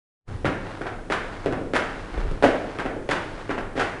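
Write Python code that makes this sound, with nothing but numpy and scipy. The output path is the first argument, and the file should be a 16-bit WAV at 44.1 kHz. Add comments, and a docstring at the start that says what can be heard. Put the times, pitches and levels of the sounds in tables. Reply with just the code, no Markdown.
"""In a sports hall, two heavy training ropes are whipped onto the floor, about three slams in two seconds.
Each impact is a dull thud, doubled by reflection from a near wall, and a clatter as more rope lays itself
down; the wave in the rope lands again farther along. Between slams the ropes rustle by sliding friction,
their draught buffets the microphone, and the hall reverberates over a low ventilation noise."""
import sys
import numpy as np
from scipy import signal
from scipy.fft import rfft, irfft, next_fast_len
from scipy.io import wavfile
from scipy.ndimage import map_coordinates

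SR = 44100
rng = np.random.default_rng(int(sys.argv[2]) if len(sys.argv) > 2 else 0)


def master(y):
    """Save y as 16-bit WAV."""
    cut = np.clip(np.atleast_2d(y).T, -1, 1)
    pcm = np.round(cut * 32767)  # scale
    wavfile.write(sys.argv[1], SR, pcm.astype(np.int16))


N = 176400


def rope_landings(spot_count=8):
    """Impact excitation: a rope thuds at one spot and clatters over all; each has its own room response."""
    # Landings: (time [s], thud level [dB], thud pitch [Hz], crack level [dB], clatter level [dB],
    # clatter build-up [s], clatter T60 [s], tilt of crack and clatter [dB/octave])
    impacts = [ (0.4463, -10.5, 490, -26.5, -24, 0.0083, .10, 0),
               (0.454, -12.5, 267, -20.5, -25.5, 0.0066, 0.1, -0.5),
               (0.8110, -21, 423, -32, -32, 0.0041, 0.086, -.5),
               (0.8580, -21, 760, -39, -29, 0.011, 0.063, -1),
               (1.1004, -15.5, 418, -26.5, -20.5, .021, 0.065, 0.5),
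               (1.4600, -8.5, 484, -19.5, -31.5, 0.007, 0.19, -2),
               (1.5256, -24, 500, -24, -28, 0.0064, .12, -3.5),
               (1.6130, -18.5, 390, -51, -41, 0.0066, .10, -10.5),
               (1.736, -10.5, 475, -23, -20.5, 0.021, 0.091, 1),
               (2.1330, -44, 402, -50, -31.5, 0.0086, 0.061, -4.5),
               (2.1780, -21.5, 394, -34, -41, 0.005, 0.15, 1),
               (2.2500, -24.5, 394, -63, -44, .006, .10, -26),
               (2.3140, -27.5, 410, -30, -62, .006, .08, -5),
               (2.4250, -8.5, 516, -19.5, -23.5, 0.0066, .10, 1),
               (2.4394, 1, 570, -19.5, -22, 0.0045, 0.15, 0.8),
               (2.7870, -18.5, 423, -25, -27.5, 0.013, 0.065, -0.4),
               (2.8530, -16.5, 463, -36, -25.5, 0.0056, 0.061, -1.5),
               (2.9000, -23, 430, -73, -42, .005, .10, -7),
               (2.9670, -20, 390, -29.5, -42.5, 0.0041, .10, -10),
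               (3.0904, -12, 432, -22, -22, .021, 0.08, 1.5),
               (3.4937, -16, 390, -27.5, -28, .012, 0.11, -0.5),
               (3.5400, -21.5, 500, -49, -39, 0.0041, 0.087, -9),
               (3.5795, -17, 870, -29, -29, 0.0049, 0.093, -1.1),
               (3.7543, -20, 385, -42, -31.5, 0.012, 0.18, 1),
               (3.7767, -14.5, 430, -25.5, -23, 0.023, 0.14, 0.7), ]
    # Spectra of the fibres' first touch and of the strand impacts: (frequency [Hz], density [dB])
    crack_spectrum = [(60, -18), (160, -5), (300, -2), (750, -1), (1050, -3), (1500, 0), (2400, -6.5),
                      (3500, -13), (5500, -30), (10000, -34)]
    clatter_spectrum = [(60, -22), (150, -6.5), (300, 2.5), (750, 3), (1050, -0.5), (1500, 5), (2200, -3),
                        (3000, -9.5), (5500, -21.5), (10000, -31)]
    # How the hall takes up a thud: (frequency [Hz], gain [dB])
    thud_coupling = [(60, -3), (170, -4.5), (265, 2.5), (340, 0), (420, -5.5), (520, 0), (720, -2.5),
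                     (1000, -16.5), (2000, -2.5), (9000, -5)]
    floor_db, floor_hz, floor_t60, crack_t60 = -18.5, 275.4, 0.018, 0.02  # T60 in seconds
    weight_db, weight_hz = -2, 166.5  # low push of the rope's weight, relative to the crack
    wall_delay_s, wall_db = 0.0072, -5.5
    thud_send_db, clatter_send_db = -2, -1  # into the hall
    first_touch, hold, strands_per_s = 0.22, 0.31, 3600  # shares of full strength and of build-up; rate
    direct, spots = np.zeros(N), np.zeros((spot_count, N))
    t = np.arange(SR // 5) / SR
    floor_ring = np.sin(2 * np.pi * floor_hz * t) * amp(floor_db - 60 * t / floor_t60)
    for k, (time, thud_db, pitch_hz, crack_db, clatter_db, build_s, t60, tilt_db) in enumerate(impacts):
        crack = coloured(rng.standard_normal(len(t)), crack_spectrum, tilt_db)
        crack *= amp(crack_db - 60 * t / crack_t60)
        weight = amp(crack_db + weight_db) * thump(t, weight_hz)
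        thud = amp(thud_db) * (thump(t, pitch_hz) + floor_ring) + crack + weight
        thud_send = amp(thud_send_db) * filtered(thud, lambda hz: amp(along(thud_coupling, hz)))
        for path, (delay, db) in enumerate([(0, 0), (wall_delay_s, wall_db)]):
            add(direct, time + delay, amp(db) * thud)
            add(spots[(k + path) % spot_count], time + delay, amp(db) * thud_send)
        swell = np.minimum(first_touch + (1 - first_touch) * (t / build_s) ** 3, 1)
        since_hold = np.maximum(t - build_s * (1 + hold), 0)
        envelope = swell * amp(clatter_db - 60 * since_hold / t60) / np.sqrt(spot_count)  # powers add
        for spot in spots:
            strands = grains(len(t), strands_per_s / spot_count)
            clatter = envelope * coloured(strands, clatter_spectrum, tilt_db)
            add(direct, time, clatter)
            add(spot, time, amp(clatter_send_db) * clatter)
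    return direct + sum(signal.fftconvolve(spot, hall_response())[:N] for spot in spots)


def thump(t, hz, cycles_to_peak=0.55, steepness=2.09):
    """Heavy damping: a dead blow gives about one cycle of pressure."""
    u = t * hz / cycles_to_peak
    return -np.sin(2 * np.pi * hz * t) * (u * np.exp(1 - u)) ** steepness


def rope_slides():
    """Sliding friction: fibres catch on the floor as the ropes are pulled along and lifted."""
    # Gaussian swells: (peak time [s], level [dB], rise width [s], fall width [s])
    swells = [(0.30, -45, 0.03, 0.1), (0.70, -40, 0.069, 0.1), (1.36, -41, 0.12, 0.18),
              (2.02, -41, 0.13, 0.11), (2.21, -41.5, 0.047, 0.18), (2.72, -41, 0.099, 0.09),
              (3.42, -41.5, 0.18, 0.095)]
    # Rustle spectrum: (frequency [Hz], density [dB])
    rustle_spectrum = [(100, -17), (350, 6.5), (900, 8), (1600, 5.5), (2500, -2.5), (4500, -10.5),
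                       (7000, -21), (10000, -30)]
    t = np.arange(N) / SR
    envelope = np.zeros(N)
    for peak, db, rise, fall in swells:
        width = np.where(t < peak, rise, fall)
        envelope += amp(db) * np.exp(-0.5 * ((t - peak) / width) ** 2)
    return envelope * flutter(depth_db=0.5, per_s=68) * coloured(grains(N, per_s=5000), rustle_spectrum)


def draughts():
    """Turbulence: air pushed by the ropes buffets the microphone with an unsteady rumble."""
    # Gusts: (start [s], end [s], level [dB], centre frequency [Hz])
    gusts = [(0.254, 0.36, -28.5, 81), (0.358, 0.50, -39, 60), (2.146, 2.39, -26, 30.8),
             (2.18, 2.349, -36.5, 80)]
    width_octaves, fade_s = 0.75, 0.12
    out, t = np.zeros(N), np.arange(N) / SR
    for start, end, db, centre_hz in gusts:
        def band(hz):
            octaves = np.log2((hz + 1) / centre_hz)
            return 1 / (1 + (octaves / width_octaves / 2) ** 2) ** 4
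        rumble = filtered(rng.standard_normal(N), band)
        gate = np.clip(np.minimum(t - start, end - t) / fade_s + 0.5, 0, 1)
        out += amp(db) * gate * unit(rumble * flutter(depth_db=3.5, per_s=29.8))
    return out


def hall_response():
    """Reverberation: an impulse at one spot returns as early reflections and a slower ring."""
    # Decay of the early reflections and of the late ring: (frequency [Hz], T60 [s])
    early_t60 = [(100, 0.56), (500, 0.4), (2000, 0.61), (5000, 0.37), (10000, 0.27)]
    late_t60 = [(100, 1), (500, 1.04), (2000, 0.72), (5000, 0.86), (10000, 0.7)]
    # What the walls give back: (frequency [Hz], gain [dB])
    wall_tone = [(100, 7), (400, 2), (900, 3), (1500, -0.5), (2500, 0), (4500, -0.5), (10000, 1)]
    early_build_s, late_build_s, late_gain_db = 0.0013, 0.046, -2
    t = np.arange(SR) / SR
    early = diffuse_tail(early_t60) * (1 - np.exp(-t / early_build_s))
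    late = amp(late_gain_db) * diffuse_tail(late_t60) * (1 - np.exp(-t / late_build_s))
    return filtered(early + late, lambda hz: amp(along(wall_tone, hz)))


def diffuse_tail(t60):
    """Absorption: each frequency decays at its own rate in one second of echoes of unit energy."""
    hz, t, bins = signal.stft(rng.standard_normal(SR), SR, nperseg=256)
    decay = amp(-60 * t / along(t60, hz)[:, None])
    echoes = signal.istft(bins * decay, SR, nperseg=256)[1][:SR]
    return echoes / np.linalg.norm(echoes)


def ventilation(level_db=-38):
    """Stationary noise: the ventilation sets the hall's low, steady background."""
    # Ventilation spectrum: (frequency [Hz], density [dB])
    air_spectrum = [(12, -26), (22, 6), (40, -1.5), (62, -11), (80, -18), (99, 0), (120, -11.5),
                    (160, -10.5), (315, -10.5), (700, -22), (1500, -33), (4500, -41.5), (10000, -45)]
    return amp(level_db) * coloured(rng.standard_normal(N), air_spectrum)


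def grains(size, per_s):
    """Shot noise: tiny impacts of random strength at random times."""
    return rng.standard_normal(size) * (rng.random(size) < per_s / SR)


def flutter(depth_db, per_s):
    """Amplitude modulation: a smooth gain through per_s random values a second."""
    knots = rng.standard_normal(int(N * per_s / SR) + 4)
    return amp(depth_db * map_coordinates(knots, [np.arange(N) * per_s / SR]))


def coloured(x, spectrum, tilt_db=0):
    """Spectral shaping: x weighted by a spectrum and a tilt per octave, at rms 1."""
    return unit(filtered(x, lambda hz: amp(along(spectrum, hz) + tilt_db * np.log2(hz + 1))))


def filtered(x, response):
    """Linear filtering: the spectrum of x times a frequency response."""
    size = next_fast_len(len(x) + 8192)
    return irfft(rfft(x, size) * response(np.fft.rfftfreq(size, 1 / SR)), size)[:len(x)]


def along(points, hz):
    """Interpolation of (frequency [Hz], value) points on a logarithmic axis."""
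    frequencies, values = np.transpose(points)
    return np.interp(np.log(hz + 1), np.log(frequencies + 1), values)


def amp(db):
    """Decibels to amplitude ratio."""
    return 10 ** (np.asarray(db) / 20)


def unit(x):
    """Normalisation to rms 1."""
    return x / np.sqrt(np.mean(x ** 2) + 1e-20)


def add(track, time, sound):
    """Superposition of a sound on the track at a time in seconds."""
    part = track[max(round(time * SR), 0):][:len(sound)]
    part += sound[:len(part)]


def scene():
    """Superposition: the pressures of ropes and hall sum at one microphone."""
    return (rope_landings() + ventilation() + draughts() + rope_slides())[None]


def record(dry):
    """Soft saturation and band limiting: after a fade-in, peaks are rounded and the top treble is cut."""
    # Fade-in: (time [s], level [dB])
    fade_in = [(0, -90), (0.24, -60), (0.268, -24), (0.282, 0)]
    ceiling, knee, cutoff_hz, edge_hz = 0.92, 6, 10400, 200
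    times, levels_db = np.transpose(fade_in)
    faded = dry[0] * amp(np.interp(np.arange(N) / SR, times, levels_db))
    rounded = faded / (1 + np.abs(faded / ceiling) ** knee) ** (1 / knee)
    return filtered(rounded, lambda hz: np.clip((cutoff_hz - hz) / edge_hz + 0.5, 0, 1))[None]


dry = scene()
out = record(dry)
master(out)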